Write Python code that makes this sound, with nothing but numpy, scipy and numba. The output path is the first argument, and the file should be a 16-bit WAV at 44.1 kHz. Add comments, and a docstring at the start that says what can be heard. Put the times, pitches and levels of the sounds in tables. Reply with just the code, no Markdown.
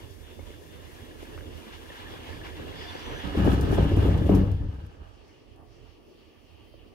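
"""Cable car riding over a support tower

Inside the cabin, heard by a hand-held phone: the rope hums and the nearing rollers whirr. The grip jolts
across them: pushes ring the shell, small impacts clatter in the frame, fittings rattle, and thin high
tones flicker. Then it grows quiet and a soft rush is left. Noise and pushes through resonances make most
of the sound; the thin tones are wavering sines. The phone's left side lacks bass except now and then."""
import sys
import numpy as np
from scipy import signal
from scipy.fft import rfft, irfft
from scipy.io import wavfile
from scipy.ndimage import uniform_filter1d
from numba import njit

SR = 44100
rng = np.random.default_rng(int(sys.argv[2]) if len(sys.argv) > 2 else 0)


def transcribe(signal):
    """Save signal, clipped to [-1, 1], as a 16-bit WAV file at the path in sys.argv[1]."""
    frames = np.atleast_2d(signal).T
    limited = np.clip(frames, -1, 1)
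    pcm = np.round(limited * 32767).astype(np.int16)
    wavfile.write(sys.argv[1], SR, pcm)


N = 306394  # length in samples

# low resonances of the cabin shell: (pitch [Hz], width [Hz], relative level [dB])
SHELL_BOOM = [(48, 20, -8), (65.4, 20, 5), (94.1, 13.7, 5), (111, 14, -12)]
# resonances of the roller wheels: (pitch [Hz], width setting [Hz], relative level [dB])
ROLLER_MODES = [(1719, 266, 2.5), (2160, 620, -3.5), (2849, 315, -3.5), (3403, 340, 1.5),
                (4780, 1000, -4.5)]
# spectrum of the hiss and of the fittings: (frequency [Hz], relative level per Hz [dB])
HISS_COLOUR = [(4500, -3), (6000, -1.5), (7300, -4.5), (8500, -5.5), (11000, -3), (13500, -6), (16000, -9)]

RIGHT_LAG = 19  # samples by which shared sound reaches the right side late
ARRIVES_S, LEAVES_S = 3.37, 4.34  # the grip meets the rollers and leaves them

# shaking: steady level on the rollers, and how fast steady shake and surges fade
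BOOM_STEADY_DB, PANEL_STEADY_DB, FRAME_STEADY_DB = -21.5, -30.5, -68
BOOM_FADE_DB_S, PANEL_FADE_DB_S, FRAME_FADE_DB_S = 110, 113, 65
SURGE_RISE_S = 0.018
RUMBLE_DB = -4.5  # gain on the shaken boom
SWING_HZ, SWING_WIDTH_HZ, SWING_DB = 84, 95, 29  # the floor swings under each jolt
THUD_HZ = 323

# beats of the rope's strands: rate, unevenness of gaps (share), scatter of size, level against the rumble
STRANDS_HZ, STRANDS_UNEVEN, STRANDS_SCATTER_DB, STRANDS_DB = 31.7, 0.1487, 1, 0.5

# the whirr falls with distance: base level, time of passing, nearest distance divided by speed
WHIRR_DB, NEAREST_S, CLEARANCE_S = -42, 3.345, 0.69
HISS_DB, HISS_GAIN_DB_S = -60, 0.25  # base level at the start, rise until the grip leaves
WHIRR_FALL_DB_S, HISS_FALL_DB_S = 47, 54  # fall after the grip leaves
GRAIN_DB = 1.2  # whirr and hiss stutter together
# the whirr throbs once a roller turn, ever quicker and flatter; every second throb is stronger
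THROB_HZ, THROB_GAIN_HZ_S, THROB_DB, THROB_FLATTENS_S, EVERY_OTHER_DB = 3.754, 0.28, 3.5, 1.26, 1

RATTLE_DB = -20  # against the frame's shaking
BUZZ_RISE_S, BUZZ_FADE_S = 0.0056, 0.017

# the calm rush: base level, when it is reached, rise before that, slow wander, bumps in its rings
CALM_DB, CALM_FROM_S, CALM_RISE_DB_S, CALM_WANDER_DB, CALM_BUMPS_DB = -62.5, 4.6, 30, 0.7, 1.8
SWELL_S, SWELL_TOP_HZ = 0.06, 1570  # short swells in the lower part of the rush

# left side of the phone: bass edge, leak that always passes, flickering trace; top cut on both sides
BASS_EDGE_HZ, BASS_LEAK_HZ, BASS_LEAK_DB = 275, 150, -27
BASS_FLICKER_DB, BASS_FLICKER_SPREAD_DB = -29.5, 6.5
TOP_HZ = 15750


def undb(db):
    """Gain of a level in dB."""
    return 10 ** (np.asarray(db) / 20)


def unit(x):
    """Scale to an rms (average strength) of 1."""
    return x / np.sqrt(np.mean(x ** 2))


def curves(rows):
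    """Gains of the dB columns of a table, drawn as straight lines in dB between its times."""
    times, *columns = np.transpose(rows)
    return [undb(np.interp(np.arange(N) / SR, times, column)) for column in columns]


@njit
def svf(x, hz, width):
    """Band-pass filter, like one resonance: it keeps sound near one pitch, with gain 1 at the centre."""
    y, band, low = np.empty(len(x)), 0., 0.
    g, damping = np.tan(np.pi * hz / SR), width / hz
    for i in range(len(x)):
        v = (band + g * (x[i] + 1e-18 - low)) / (1 + g * (g + damping))
        band, low, y[i] = 2 * v - band, low + 2 * g * v, damping * v
    return y


def walk(rate):
    """Smoothly wandering random level with a spread near 1; rate is new values per second."""
    hold = int(SR / rate)
    steps = np.repeat(rng.standard_normal(N // hold + 1), hold)
    return 1.28 * uniform_filter1d(uniform_filter1d(steps, hold), hold)[:N]


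def pair(alike, lag=0, size=N):
    """Left and right noise that share a part; the shared part may reach the right side late."""
    common, left, right = rng.standard_normal((3, size))
    alike = np.clip(alike, 0, 1)
    shared = np.array([common, np.roll(common, lag)])
    return np.sqrt(alike) * shared + np.sqrt(1 - alike) * np.array([left, right])


def ring(modes, alike_hz, bumps_db, lag=0):
    """Uneven noise drives each resonance; the two sides hear high ones less alike."""
    out, shared_bumps = 0, walk(30)
    for hz, width, db in modes:
        bumps = bumps_db * (shared_bumps + 1.6 * walk(21.016))
        push = undb(bumps) * pair(1 / (1 + (hz / alike_hz) ** 2), lag)
        band = [svf(svf(side, hz, 1.03 * width), hz, 1.03 * width) for side in push]
        out = out + undb(db) * unit(np.array(band))
    return unit(out)


def coloured(x, points):
    """Shape noise by a spectrum given as points."""
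    hz, db = np.transpose(points)
    f = np.arange(N // 2 + 1) * SR / N + 1  # the 1 keeps the logarithm finite
    gain = undb(np.interp(np.log(f), np.log(hz), db))
    return unit(irfft(rfft(x) * gain, N))


def flutter(alike, lag, db):
    """Noise whose half-octave bands flicker each on its own."""
    noise, out = pair(alike, lag), 0
    for hz in 500 * 2 ** np.arange(0, 5.1, .5):
        band = np.array([svf(side, hz, hz / 3) for side in noise])
        out = out + undb(db * walk(22.174)) * band
    return out


def blows(rows, soft_s):
    """One short rounded push for each event; a longer push is softer, with less treble."""
    x = np.zeros(N)
    for s, db, *_ in rows:
        x[int(s * SR)] = undb(db)
    push = np.hanning(int(soft_s * SR) + 3)
    return signal.fftconvolve(x, push / push.sum())[:N]


def thud(s, db, hz, width, alike):
    """A brief rounded noise burst around one pitch; a wider band makes it shorter."""
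    n = int(16 * SR / width)
    age = np.arange(n) * width / SR
    burst = pair(alike, size=n) * age * np.exp(-1.5 * age)
    for _ in range(3):
        burst = np.array([svf(side, hz, 1.23 * width) for side in burst])
    out, start = np.zeros((2, N + n)), int(s * SR)
    # db is the peak of the two sides' average
    out[:, start:start + n] = burst * undb(db) / np.abs(burst.mean(axis=0)).max()
    return out[:, :N]


def shell():
    """The rollers shake the shell; each jolt thuds, swings the floor and sets the shell ringing."""
    # grip strikes a roller, later the cabin bounces: (time [s], push strength [dB], thud level [dB])
    jolts = [(3.236, -24, -38), (3.27, -22, -37), (3.305, -14, -36), (3.347, -28, -23), (3.372, -8, -25),
             (3.417, -7, -27), (3.459, -6, -27), (3.473, -14, -15), (3.497, -6, -26), (3.53, -7, -17),
             (3.594, -9, -24), (3.634, -6, -37), (3.682, -9, -30), (3.706, -6, -35), (3.725, -21, -16),
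             (3.781, -1, -14), (3.801, -6, -27), (3.82, -9, -25), (3.862, -2, -31), (3.914, -12, -16),
             (3.936, -7, -22), (3.969, -1, -17), (3.988, -9, -28), (4.03, -8, -31), (4.049, -18, -19),
             (4.083, -6, -19), (4.107, -4, -29), (4.149, -3.5, -48), (4.188, -8, -32), (4.214, -6, -19.5),
             (4.238, -8, -26), (4.26, -9, -24), (4.291, -7, -10), (4.315, -9, -21), (4.348, -4, -23.5),
             (4.365, -7, -17), (4.387, -0.5, -24), (4.409, -11, -29), (4.434, -8, -31), (4.473, -8, -42),
             (4.514, -9, -36), (4.545, -10.5, -42), (4.606, -8.5, -38), (4.644, -15, -37),
             (4.687, -14, -48), (4.738, -21, -52), (4.785, -15, -55), (4.838, -18, -56), (4.883, -32, -56),
             (4.968, -27, -61), (5.013, -22, -52), (5.062, -36, -54)]
    # resonances of the shell's panels: (pitch [Hz], width [Hz], relative level [dB])
    shell_panels = [(154.1, 13.4, 0), (190.9, 15.7, -1), (227, 38, -6), (284.8, 30, 0), (321, 100, -4),
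                    (408, 112, -4.5), (478, 71, -11), (562, 40, -11), (670, 130, -15), (800, 530, -10)]
    push = blows(jolts, 0.0048)
    rung = sum(undb(db + 25.5) * svf(-push, hz, width) for hz, width, db in [*SHELL_BOOM, *shell_panels])
    swing = undb(SWING_DB) * svf(-blows(jolts, 0.006), SWING_HZ, SWING_WIDTH_HZ)
    thuds = sum(thud(s, db, THUD_HZ, 230, 0.56) for s, _, db in jolts)

    panel_shake = surges(column=2, steady_db=PANEL_STEADY_DB, fade_db_s=PANEL_FADE_DB_S)
    drum = panel_shake * undb(0.79 * walk(70)) * ring(shell_panels, 450, 1.25)
    panels = (drum + thuds) * undb([[0.9], [-0.9]])  # a little louder on the left

    boom_shake = surges(column=1, steady_db=BOOM_STEADY_DB, fade_db_s=BOOM_FADE_DB_S)
    boom = unit(ring(SHELL_BOOM, 160, 0.88) + undb(STRANDS_DB) * strands())
    return undb(RUMBLE_DB) * boom_shake * boom + rung + swing + panels


def surges(column, steady_db, fade_db_s):
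    """Gain of one part of the cabin: a steady shake, and surges that rise quickly and fade; powers add."""
    # surges as the grip climbs the rollers and the cabin bounces after:
    # (time [s], boom strength [dB], panel strength [dB], frame strength [dB])
    surge_rows = [(3.229, -22, -28.5, -39.5), (3.363, -19.5, -23, -34), (3.437, -14.5, -17.5, -33),
                  (3.608, -32, -23.5, -39.5), (3.69, -36, -26.5, -38), (3.768, -15, -20.5, -37.5),
                  (3.96, -15.5, -24, -39), (4.02, -22, -22.5, -42), (4.14, -30, -46, -60),
                  (4.293, -15.5, -16, -43), (4.368, -13, -24, -57), (4.47, -18, -38, -62),
                  (4.598, -19.5, -40, -55), (4.7, -44, -48, -54), (4.78, -40, -50.5, -56),
                  (4.88, -58, -52, -60), (4.99, -34, -57, -54.5)]
    t = np.arange(N) / SR

    def rise(s):
        """Quick smooth start at time s."""
        return 1 - np.exp(-np.maximum(t - s, 0) / SURGE_RISE_S)

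    steady = undb(steady_db - fade_db_s * np.maximum(t - LEAVES_S, 0)) * rise(ARRIVES_S)
    power = steady ** 2
    for row in surge_rows:
        surge = undb(row[column] - fade_db_s * np.maximum(t - row[0], 0)) * rise(row[0])
        power = power + surge ** 2
    return np.sqrt(power)


def strands():
    """The rope's strands beat unevenly on the rollers and ring the shell's low resonances."""
    chance = rng.standard_normal((int(2 * STRANDS_HZ * N / SR), 2))
    gaps = np.clip(1 + STRANDS_UNEVEN * chance[:, 0], .3, 2) / STRANDS_HZ
    sizes_db = STRANDS_SCATTER_DB * chance[:, 1]
    beats = blows([row for row in zip(np.cumsum(gaps), sizes_db) if row[0] < N / SR], 0.0071)
    return unit(sum(undb(db) * svf(svf(beats, hz, width), hz, hz) for hz, width, db in SHELL_BOOM))


def clatter():
    """Dense small impacts ring the frame; the right side hears them late and mixed with others."""
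    # resonances of the frame: (pitch [Hz], width setting [Hz], relative level [dB])
    frame = [(557, 33, -4), (825, 170, 7.5), (963, 250, 7), (1267, 185, 9.5), (1513, 450, 7),
             (2260, 1170, -4), (2845, 87, 3)]
    loud = surges(column=3, steady_db=FRAME_STEADY_DB, fade_db_s=FRAME_FADE_DB_S)
    struck = rng.random((2, N)) < 800 / SR  # about 800 impacts a second
    hits = struck * undb(2.5 * rng.exponential(size=(2, N))) * rng.choice([-1, 1], (2, N))
    sides = hits[0], 0.36 * np.roll(hits[0], RIGHT_LAG) + 1.07 * hits[1]
    rung = [sum(undb(db) * svf(svf(side, hz, width), hz, 1.67 * width) for hz, width, db in frame)
            for side in sides]
    return loud * unit(np.array(rung))


def rollers():
    """Rolling noise that flutters and rings in the wheels, a thin hiss louder on the left, scrapes."""
    # spectrum of the rolling noise: (frequency [Hz], relative level per Hz [dB])
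    whirr_colour = [(350, -33), (600, -18), (669, -4.5), (967, -1.5), (1430, -8.5), (1750, -8), (2480, -8),
                    (2920, -5.5), (4000, -14), (8000, -29.5), (10400, -48), (17600, -120)]
    # short scrapes: (time [s], peak level [dB], pitch [Hz], width setting [Hz])
    scrape_rows = [(.515, -47, 2400, 1800), (1.377, -36.5, 1250, 1300), (1.385, -43, 1700, 900),
                   (1.407, -43, 1800, 900), (2.83, -42, 2000, 2000), (3.249, -39, 3700, 1500),
                   (3.814, -29, 650, 500), (3.97, -28, 650, 500)]
    t = np.arange(N) / SR
    past = np.maximum(t - LEAVES_S, 0)
    turns = THROB_HZ * t + THROB_GAIN_HZ_S * t ** 2 / 2
    throb_db = THROB_DB * np.cos(2 * np.pi * turns) + EVERY_OTHER_DB * np.cos(np.pi * turns)
    throb_db = np.exp(-t / THROB_FLATTENS_S) * throb_db
    grain_db = GRAIN_DB * walk(20)
    distance = np.hypot(1, (t - NEAREST_S) / CLEARANCE_S)  # 1 when nearest
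    whirr = undb(WHIRR_DB + grain_db + throb_db - WHIRR_FALL_DB_S * past) / distance
    hiss_rise_db = HISS_GAIN_DB_S * np.minimum(t, LEAVES_S)
    hiss = undb(HISS_DB + 0.49 * grain_db + hiss_rise_db - HISS_FALL_DB_S * past)

    broad = undb(1.4 * walk(50)) * coloured(flutter(0.18, RIGHT_LAG, 2.3), whirr_colour)
    wheels = undb(-5) * ring(ROLLER_MODES, 2800, 2.2, RIGHT_LAG) + undb(-4.5) * pings()
    thin = undb(0.5 * walk(25.9)) * coloured(pair(0.13, RIGHT_LAG), HISS_COLOUR) * undb([[2.5], [-2.5]])
    scrapes = sum(thud(s, db, hz, width, 1.0) for s, db, hz, width in scrape_rows)
    return whirr * unit(broad + wheels) + hiss * thin + scrapes


def pings():
    """Wire strands strike the roller flanges at random: short rings scattered around a few pitches."""
    out = 0
    for hz, width, db in ROLLER_MODES[:-1]:
        for shift in (-.4, 0, .4):
            hits = (rng.random(N) < 22 / SR) * undb(2.3 * rng.exponential(size=N))  # about 22 a second
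            rung = svf(svf(hits, hz + shift * width, 45.0), hz, 2 * width)
            out = out + undb(db) * np.array([rung, np.roll(rung, RIGHT_LAG)])
    return unit(out)


def thin_tones():
    """Sines whose pitch shivers around a centre; they swell, flicker and fade."""
    # thin wavering tones, most of them short and high:
    # (time [s], length [s], pitch [Hz], width of the shiver [Hz], level before flicker [dB])
    tone_rows = [(.22, .26, 3550, 30, -66), (.46, .14, 3500, 60, -65), (.66, .2, 3550, 40, -67),
                 (2.87, .07, 4650, 200, -60), (2.878, .032, 3520, 30, -46), (2.865, .12, 6000, 260, -62),
                 (2.992, .014, 5950, 150, -55), (3.022, .13, 5960, 180, -59), (3.13, .09, 6030, 260, -58),
                 (3.162, .014, 5950, 200, -55), (3.16, .04, 3500, 40, -55), (3.16, .04, 9700, 700, -66),
                 (2.88, .07, 9900, 300, -70), (2.99, .03, 9800, 300, -68), (3.36, .22, 11800, 1600, -64),
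                 (3.96, .14, 10300, 500, -63), (4.0, .1, 12400, 1400, -61), (4.28, .13, 12200, 1200, -62),
                 (4.6, 1.4, 9600, 500, -88), (6.62, .17, 3110, 50, -70)]
    out, t = 0, np.arange(N) / SR
    for s, length, hz, width, db in tone_rows:
        swell, fade = (t - s) / (0.1 * length), (s + length - t) / (0.2 * length)
        on = np.clip(np.minimum(swell, fade), 0, 1)
        phase = 2 * np.pi * np.cumsum(hz + width / 2 * walk(3 * width)) / SR
        tone = np.sin(phase + np.array([[0], [0.8]]))  # the right side runs slightly ahead
        out = out + undb(db + 2.2 * walk(80)) * on * tone
    return out


def fittings():
    """Noise in three shapes: sharp-edged ticks, buzzes that swell and fizz out, a rattle with the frame."""
    # loose fittings tick: (time [s], starting strength [dB])
    tick_rows = [(3.2734, -52), (3.4825, -55), (3.6103, -40), (3.717, -45), (3.7369, -46), (4.1768, -50),
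                 (4.2994, -51), (4.349, -42), (4.516, -51), (4.64, -66), (4.865, -62), (5.28, -65),
                 (5.56, -63)]
    # loose fittings buzz for a moment: (time [s], strength before rise and fade [dB])
    buzz_rows = [(1.22, -51), (3.36, -51), (3.444, -48), (3.52, -46), (3.61, -49), (3.688, -52),
                 (3.72, -54), (3.74, -43.5), (3.96, -49), (4.06, -54), (4.177, -63), (4.26, -50),
                 (4.349, -45.5)]
    t = np.arange(N) / SR
    frame_shake = surges(column=3, steady_db=FRAME_STEADY_DB, fade_db_s=FRAME_FADE_DB_S)
    shape = frame_shake * undb(RATTLE_DB + 3.0 * walk(60))
    for s, db in tick_rows:
        shape = shape + (t >= s) * undb(db) * np.exp(-np.maximum(t - s, 0) / 0.0038)
    for s, db in buzz_rows:
        age = np.maximum(t - s, 0)
        shape = shape + undb(db) * np.exp(-age / BUZZ_FADE_S) * (1 - np.exp(-age / BUZZ_RISE_S))
    return shape * coloured(pair(0.095), HISS_COLOUR)


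def rope_hum():
    """Strand rumble in the cabin's air and panels, with small knocks; the panels sound nearer the left."""
    # hum carried down the hanger: (time [s], boom level [dB], panel level before left-right tilt [dB])
    hum = [(0.0, -40, -46), (.2, -47, -51), (.5, -40, -47), (.62, -48, -49), (.8, -44, -47.5),
           (1.14, -46, -47.5), (1.3, -42.5, -46.5), (1.5, -38, -46), (1.62, -47, -45), (1.9, -45.5, -49.5),
           (2.3, -39, -43), (2.55, -39, -45), (2.63, -38, -40.5), (3.03, -42.5, -45.5), (3.13, -31, -36),
           (3.25, -40.5, -47.5), (5.1, -50, -55), (5.45, -53.5, -55.5), (5.62, -46.5, -55),
           (5.9, -48.5, -57), (5.99, -58.5, -54), (6.43, -55.5, -57.5), (6.6, -51, -55), (6.7, -50.5, -55),
           (6.95, -51.5, -54)]
    # small knocks down the rope: (time [s], peak level before left-right tilt [dB])
    knock_rows = [(0.39, -37.5), (0.5, -38), (1.153, -40.5), (1.225, -35.5), (1.376, -41), (1.9, -40.5),
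                  (1.942, -40), (2.134, -37), (2.289, -36.5), (2.594, -36.5), (2.951, -34), (6.738, -43)]
    # resonances of the air, then of the panels: (pitch [Hz], width setting [Hz], relative level [dB])
    hum_boom = [(44.2, 9.1, -3.5), (82.5, 30, 0.5), (117, 17, -13)]
    hum_panels = [(156.3, 28, -4.5), (235.3, 64, -1.5), (305.7, 90, -2), (398, 162, -1), (537, 215, -7)]
    boom, drone = curves(hum)
    knocks = sum(thud(s, db, 375, 320, 0.19) for s, db in knock_rows)
    panels = (drone * ring(hum_panels, 174, 0.97) + knocks) * undb([[1.3], [-1.3]])
    return boom * ring(hum_boom, 330, 0.89) + panels


def calm():
    """A soft grainy rush of flickering noise that takes over as the rollers fall behind."""
    # spectrum of the rush: (frequency [Hz], relative level per Hz [dB])
    calm_colour = [(350, -56), (600, -7), (856, -5.5), (1070, -13), (1150, -3.5), (1350, -16.5),
                   (1680, -15), (2030, -13.5), (2510, -11), (3200, -10.5), (3910, -20), (4570, -13.5),
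                   (8500, -31), (11000, -55), (18700, -120)]
    # resonances in the rush: (pitch [Hz], width setting [Hz], relative level [dB])
    calm_rings = [(1763, 110, -8), (2850, 770, 2.5), (3180, 310, -9.5), (4450, 420, -24)]
    # faint high air that comes in late: (time [s], level before the 8 dB lift below [dB])
    high_air = [(4.7, -102), (4.93, -90), (5.63, -86.5), (6.05, -84.5), (6.9, -82.5)]
    # spectrum of the high air: (frequency [Hz], relative level per Hz [dB])
    high_air_colour = [(7500, -39), (9300, 0.5), (12000, -4), (16000, -2)]
    # the lower part of the rush swells briefly: (time [s], gain [dB])
    swells = [(5.06, 7), (5.61, 10)]
    t = np.arange(N) / SR
    wait = np.maximum(CALM_FROM_S - t, 0)
    rush = undb(CALM_DB - CALM_RISE_DB_S * wait + CALM_WANDER_DB * walk(14))

    air = coloured(flutter(0.16, 1, 2.7), calm_colour)
    swell_db = sum(db * np.exp(-((t - s) / SWELL_S) ** 2) for s, db in swells)
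    lower = signal.sosfilt(signal.butter(2, SWELL_TOP_HZ, fs=SR, output="sos"), air)
    air = air + (undb(swell_db) - 1) * lower
    rings = undb(-6.0) * ring(calm_rings, 3000, CALM_BUMPS_DB, 3)

    high, = curves([(4.4, -100), *high_air])
    top = undb(8.0 + 0.9 * walk(20)) * coloured(pair(0.078), high_air_colour)
    return rush * unit(air + rings) + high * top


def scene():
    """Everything heard in the cabin."""
    return shell() + clatter() + rollers() + thin_tones() + fittings() + rope_hum() + calm()


def record(dry):
    """The left bass comes and goes in short spells, a trace of it always leaks; the top is cut."""
    # the left side lets bass through: (time [s], length [s], bass gain [dB])
    bass_open = [(0.272, 0.027, -6), (0.994, 0.034, -7), (1.257, 0.1, -19), (1.457, 0.058, -10),
                 (2.154, 0.14, -8.5), (2.348, 0.12, -8), (2.584, 0.064, -5.5), (3.264, 0.059, -7),
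                 (3.34, 1.57, 1.5), (4.974, 0.087, -5.5), (5.147, .03, -11)]
    share = undb(BASS_FLICKER_DB + BASS_FLICKER_SPREAD_DB * walk(40))
    for s, length, db in bass_open:
        share[int(s * SR):int((s + length) * SR)] = undb(db)
    share = uniform_filter1d(share, size=400)  # soften the edges of the spells

    upper = signal.sosfiltfilt(signal.butter(6, BASS_EDGE_HZ, "high", fs=SR, output="sos"), dry[0])
    bass = dry[0] - upper
    leak = undb(BASS_LEAK_DB) * svf(svf(bass, BASS_LEAK_HZ, 120.), BASS_LEAK_HZ, 120.)
    left = upper + share * bass + leak
    top_cut = signal.ellip(14, .2, 70, TOP_HZ, fs=SR, output="sos")
    return signal.sosfilt(top_cut, np.array([left, dry[1]]))


dry = scene()
out = record(dry)
transcribe(out)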